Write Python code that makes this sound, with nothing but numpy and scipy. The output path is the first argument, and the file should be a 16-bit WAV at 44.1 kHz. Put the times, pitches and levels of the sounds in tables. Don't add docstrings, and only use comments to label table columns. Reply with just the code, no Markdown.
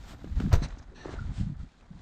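import sys
import numpy as np
from scipy import signal
from scipy.fft import rfft, irfft
from scipy.io import wavfile

SR = 44100
rng = np.random.default_rng(int(sys.argv[2]) if len(sys.argv) > 2 else 0)


def pcm_store(signal):
    levels = np.round(np.clip(np.atleast_2d(signal), -1, 1) * 32767)
    wavfile.write(sys.argv[1], SR, levels.astype(np.int16).T)


N = 89037
TIME_S = np.arange(N) / SR

# (time [s], relative level [dB])
RUMBLE_LEVEL = [(0.0, -44), (0.16, -44), (0.2, -53), (0.24, -35.5), (0.29, -36), (0.38, -21.5), (0.4, -30),
                (0.49, -25), (0.54, -24.5), (0.57, -26), (0.83, -46.5), (1.12, -44.5), (1.13, -36),
                (1.28, -30), (1.35, -45), (1.41, -28), (1.53, -45), (1.61, -30.5), (1.76, -80), (1.82, -45),
                (1.87, -55), (2.02, -38)]
# (frequency [Hz], density [dB])
RUMBLE_SPECTRUM = [(10,-18.5),(25,-3),(45,2.5),(75,-4.5),(110,-10.5),(170,-24),(400,-87),(1000,-103)]
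# (time [s], relative level [dB])
FLUTTER_LEVEL = [(0,-54),(.2,-56.5),(.25,-40.5),(.31,-49.5),(.4,-39),(.47,-28.5),(.5,-43),(.56,-36),(.59,-51),(.64,-37.5),(.74,-68.5),(1.0,-58.5),(1.18,-57),(1.21,-45.5),(1.32,-41),(1.35,-52),(1.4,-44),(1.53,-40),(1.56,-61.5),(1.64,-49),(1.69,-71),(1.89,-79),(1.93,-50),(2.02,-56.5)]
# (frequency [Hz], density [dB])
FLUTTER_SPECTRUM = [(30,-34),(80,0),(140,3),(210,-1.5),(280,-9),(325,-17),(400,-50),(1500,-85)]
# (start [s], level [dB], pitch [Hz], swell [s])
THUDS = [(0.319,-27.5,55.9,0.0088),(0.361,-29,45,0.011),(0.391,-27.5,70,.005),(0.405,-22,220,0.0019),(0.438,-22,170,0.0026),(0.4514,-16,144.5,0.0072),(.473,-22.5,214,0.0035),(0.619,-22,173,0.0026),(1.135,-27.5,57,0.0073),(1.205,-26.5,102,0.0084),(1.288,-27,110,0.0094),(1.313,-28,130,0.0061),(1.377,-26,104,0.0076),(1.3972,-22.5,128,0.0044),(1.4082,-18.5,135,0.0038),(1.4317,-23.5,96,0.0039),(1.463,-25.5,154,0.0081),(1.495,-29,153,0.0072),(1.516,-31.5,148,0.0088),(1.63,-28,87,0.004),(1.9035,-35.5,171.7,0.0094),(1.902,-45,75,0.0084)]

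# (time [s], level [dB])
RUSTLE_LEVEL = [(0,-57),(.12,-47.5),(.17,-59),(.33,-57.5),(.38,-50.5),(.42,-46),(.49,-51),(.58,-53.5),(.61,-51),(.71,-48),(.8,-56),(.92,-62),(1.02,-52.5),(1.06,-46),(1.14,-43.5),(1.17,-53.5),(1.3,-54),(1.42,-54.5),(1.55,-61.5),(1.62,-59),(1.7,-66),(1.81,-62),(1.89,-64.5),(2.02,-57.5)]
# (frequency [Hz], density [dB])
RUSTLE_SPECTRUM = [(100,6.5),(270,7),(420,-2),(750,1),(1050,-2.5),(1450,-2.5),(2000,-7.5),(2800,-19.5),(4500,-27),(9000,-62)]
# (time [s], level [dB])
TREBLE_LEVEL = [(0,-62.5),(.04,-60.5),(.16,-68),(.22,-64.5),(.34,-65.5),(.42,-55.5),(.49,-62.5),(.58,-62),(.61,-59.5),(.69,-64),(.77,-67.5),(.86,-74),(.93,-73.5),(1.02,-73),(1.06,-60),(1.13,-56),(1.17,-63.5),(1.3,-63),(1.46,-64),(1.56,-75),(1.61,-64.5),(1.67,-72),(1.78,-70.5),(1.89,-75.5),(1.95,-69.5),(2.0,-66)]
# (frequency [Hz], density [dB])
TREBLE_SPECTRUM = [(1000,-6),(2000,-0.5),(2900,-1.5),(3750,1.5),(4500,-2),(5800,-6.5),(7000,-5.5),(8200,-12.5),(9300,-20),(11000,-39),(16000,-53)]
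# (frequency [Hz], density [dB])
HISS_SPECTRUM = [(5000,-30),(9000,-8),(11200,-11),(12600,3),(14500,-4),(16000,-12)]
# (start [s], length [s], level [dB])
SWISHES = [(.617,0.041,-40.5),(1.095,0.055,-57.5)]
# (frequency [Hz], density [dB])
SWISH_SPECTRUM = [(200,-2),(700,3.5),(1400,-1.5),(1850,2),(2400,-3),(3400,-9.5),(4100,4),(5000,-10.5),(6000,-2),(7000,-17),(8300,-13),(9700,-33),(12000,-42),(16000,-51)]
# (start [s], length [s], level [dB])
DRAGS = [(.945,.115,-54)]
# (frequency [Hz], density [dB])
DRAG_SPECTRUM = [(150,-17),(280,10),(600,-11),(1450,-10),(1790,5.5),(2120,-22),(2450,-1.5),(3300,-9),(4150,0.5),(5050,-21),(5900,-4),(6800,-23),(8200,-22),(10000,-55)]
# (start [s], length [s], level [dB])
BRUSHES = [(.04,0.13,-53.5),(1.3,.17,-54)]
# (frequency [Hz], density [dB])
BRUSH_SPECTRUM = [(200,-6.5),(700,-1),(1600,-3),(2600,-3),(3800,-2.5),(5800,-8),(7800,-7.5),(9200,-18.5),(11000,-35),(16000,-54)]
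# (start [s], length [s], level [dB])
ZIPS = [(.68,0.015,-59),(.778,0.025,-58),(.81,0.038,-67)]
# (frequency [Hz], density [dB])
ZIP_SPECTRUM = [(1500,-26),(4000,-12),(5700,-1.5),(7000,-7.5),(8500,-28),(10000,-39)]
# (start [s], pop level [dB], initial pitch [Hz], crackle level [dB])
SNAPS = [(0.243,-29,398,-48),(.4005,-42.5,906,-32),(0.51,-52,500,-49),(1.056,-24.5,493,-52),(1.09,-31,524,-59),(1.139,-29.5,460,-45),(1.69,-66,900,-58),(1.808,-59,970,-54)]
# (frequency [Hz], density [dB])
CRACKLE_SPECTRUM = [(200,10.5),(800,-7),(1400,5.5),(1950,-6.5),(2450,2),(3200,-6),(4200,-17),(6500,-18.5),(8500,-23),(11000,-45),(16000,-57)]
# (start [s], length [s], level [dB], pitch [Hz], width [Hz])
SQUEAKS = [(.905,0.051,-51,390,142),(0.971,0.095,-55.5,1790,49.3),(1.178,0.033,-44,1410,102),(1.206,0.034,-52.5,1380,111),(1.59,0.03,-59,1330,49.2)]

# (start [s], length [s], level [dB])
SCUFFS = [(.51,0.027,-36)]
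# (frequency [Hz], density [dB])
SCUFF_SPECTRUM = [(100,-1.5),(300,-12),(700,1.5),(1500,-7.5),(3000,-21),(6000,-28),(10000,-69)]
# (start [s], crack level [dB], decay [s], click level [dB])
IMPACTS = [(.527,-24,0.011,-36.5),(0.5371,-19.5,0.0051,-62),(0.55,-32.5,0.013,-49)]
# (frequency [Hz], density [dB])
CRACK_SPECTRUM = [(100,18),(350,3.5),(700,0),(1400,-3.5),(2000,-5),(3300,-16.5),(4300,-11.5),(5100,-28),(6000,-9.5),(8200,-37),(9300,-44),(11200,-48),(12800,-31),(15500,-44)]
# (frequency [Hz], density [dB])
CLICK_SPECTRUM = [(2000,1),(4200,10),(6000,6),(8200,4),(9500,-11),(11200,-11),(12800,-4),(15500,-7)]
# (frequency [Hz], relative level [dB], T60 [s])
WOOD_MODES = [(377,-3,.18),(483,1,.19),(552,-2,.16),(687,-1,.15),(954,-3,.13),(1145,-5,.13),(1230,-1,.13),(1353,-3,.13),(1560,-4,.13),(1679,-4,.13),(1918,-6,.13),(2740,-10,.12),(4020,-23,.9),(4200,-11,.11),(6200,-25,.8)]
# (start [s], level [dB], pitch [Hz], swell [s])
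PUSHES = [(0.5279,-9,73,0.0073),(.546,-14.5,20.6,0.02)]

# (frequency [Hz], T60 [s])
ROOM_T60 = [(100,0.52),(500,0.49),(2000,0.35),(6000,0.13),(14000,0.29)]
# (frequency [Hz], density [dB])
BACKGROUND_SPECTRUM = [(20,2.5),(50,-3.5),(95,-14.5),(190,-9),(300,-15.5),(500,-22.5),(1500,-23.5),(3000,-38),(7000,-40.5),(10000,-48.5),(16000,-79)]


def foam():
    rumble = amp(-3.5) * envelope(RUMBLE_LEVEL) * noise(RUMBLE_SPECTRUM)
    flutter = amp(1) * envelope(FLUTTER_LEVEL) * noise(FLUTTER_SPECTRUM)
    return rumble + flutter + sum(damped_swing(*thud) for thud in THUDS)


def sheet(hiss_db=-19.5, hiss_end_s=0.65, hiss_fade_s=0.06):
    body = envelope(RUSTLE_LEVEL) * fibre_slips(RUSTLE_SPECTRUM, grain_db=2.5, clump_db=3.0)
    hiss = amp(hiss_db) * np.clip((hiss_end_s - TIME_S) / hiss_fade_s, 0, 1) * noise(HISS_SPECTRUM)
    treble = envelope(TREBLE_LEVEL) * (fibre_slips(TREBLE_SPECTRUM, grain_db=3.5, clump_db=-1.0) + hiss)
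    swishes = trapezoids(SWISHES) * noise(SWISH_SPECTRUM)
    drags = trapezoids(DRAGS) * noise(DRAG_SPECTRUM)
    brushes = arches(BRUSHES) * (noise(BRUSH_SPECTRUM) + hiss)
    zips = arches(ZIPS) * noise(ZIP_SPECTRUM)
    return body + treble + swishes + drags + brushes + zips


def fibre_slips(spectrum, grain_db, clump_db):
    slips = rng.standard_normal(N) * amp(grain_db * np.minimum(rng.exponential(1, N), 6))
    return shape(slips * amp(clump_db * drift(rate_hz=76)), spectrum)


def snaps(rise_s=0.0016, decay_s=0.003, slacken_s=0.0083):
    out = np.zeros(N)
    crackle = noise(CRACKLE_SPECTRUM)
    for start_s, pop_db, hz, crackle_db in SNAPS:
        cycles = hz * slacken_s * np.log1p(since(start_s) / slacken_s)
        pop = amp(pop_db) * np.sin(2 * np.pi * cycles)
        out += burst(start_s, rise_s, decay_s) * (pop + amp(crackle_db) * crackle)
    return out


def squeaks(roughness=0.94):
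    out = np.zeros(N)
    for start_s, length_s, db, hz, width_hz in SQUEAKS:
        slip = 1 + roughness * (drift(width_hz) + 1j * drift(width_hz))
        tone = (slip * np.exp(2j * np.pi * hz * TIME_S)).real
        out += arches([(start_s, length_s, db)]) * unit_rms(tone)
    return out


def knock(rise_s=0.0017, ring_db=-37):
    crack, click = noise(CRACK_SPECTRUM), noise(CLICK_SPECTRUM)
    hits = sum((amp(crack_db) * crack + amp(click_db) * click) * burst(start_s, rise_s, decay_s)
               for start_s, crack_db, decay_s, click_db in IMPACTS)
    age_s = since(IMPACTS[0][0])
    modes = sum(amp(db - 60 * age_s / t60_s) * np.sin(2 * np.pi * (hz * age_s + rng.random()))
                for hz, db, t60_s in WOOD_MODES)
    ring = amp(ring_db) * np.minimum(age_s / rise_s, 1) * modes
    scuff = arches(SCUFFS) * noise(SCUFF_SPECTRUM)
    return scuff + hits + ring


def air_push():
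    return -sum(damped_swing(*push) for push in PUSHES)


def room(x, tap_density=0.1, predelay_s=0.006):
    taps = rng.standard_normal(SR) * (rng.random(SR) < tap_density) * (TIME_S[:SR] > predelay_s)
    hz, age_s, bands = signal.stft(taps, SR, nperseg=256)
    decay = amp(-60 * age_s / lookup(ROOM_T60, hz)[:, None])
    tail = signal.istft(bands * decay, SR, nperseg=256)[1]
    return signal.fftconvolve(x, tail / np.linalg.norm(tail))[:N]


def background(level_db=-63):
    return amp(level_db) * noise(BACKGROUND_SPECTRUM)


def amp(db):
    return 10 ** (np.asarray(db) / 20)


def unit_rms(x):
    return x / np.sqrt(np.mean(x ** 2) + 1e-20)


def lookup(table, hz):
    table_hz, values = np.transpose(table)
    return np.interp(np.log(hz + 1), np.log(table_hz + 1), values)


def shape(x, spectrum):
    gain = amp(lookup(spectrum, np.fft.rfftfreq(N, 1 / SR)))
    return unit_rms(irfft(rfft(x) * gain, N))


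def noise(spectrum):
    return shape(rng.standard_normal(N), spectrum)


def drift(rate_hz):
    rolloff = 1 + (np.fft.rfftfreq(N, 1 / SR) / rate_hz) ** 4
    return unit_rms(irfft(rfft(rng.standard_normal(N)) / rolloff, N))


def since(start_s):
    return np.maximum(TIME_S - start_s, 0)


def envelope(table):
    return amp(np.interp(TIME_S, *np.transpose(table)))


def damped_swing(start_s, db, hz, swell_s):
    age_s = since(start_s)
    swell = age_s / swell_s
    return amp(db) * swell ** 3 * np.exp(3 * (1 - swell)) * np.sin(2 * np.pi * hz * age_s)


def trapezoids(strokes, rise_s=0.017, fall_s=0.022):
    gain = np.zeros(N)
    for start_s, length_s, db in strokes:
        attack = np.clip(since(start_s) / rise_s, 0, 1)
        release = np.clip((start_s + length_s - TIME_S) / fall_s + 0.5, 0, 1)
        gain += amp(db) * attack * release
    return gain


def arches(strokes):
    return sum(amp(db) * np.sin(np.pi * np.clip(since(start_s) / length_s, 0, 1)) ** 2
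               for start_s, length_s, db in strokes)


def burst(start_s, rise_s, decay_s):
    attack = np.sin(np.pi / 2 * np.minimum(since(start_s) / rise_s, 1)) ** 2
    return attack * np.exp(-since(start_s + rise_s) / decay_s)


def scene(room_db=-17):
    direct = sheet() + snaps() + squeaks() + knock()
    air = foam() + air_push()
    return (direct + air + background() + amp(room_db) * room(direct))[None]


def record(dry, cutoff_hz=15600):
    return signal.sosfilt(signal.ellip(12, 0.1, 80, cutoff_hz, fs=SR, output="sos"), dry)


dry = scene()
out = record(dry)
pcm_store(out)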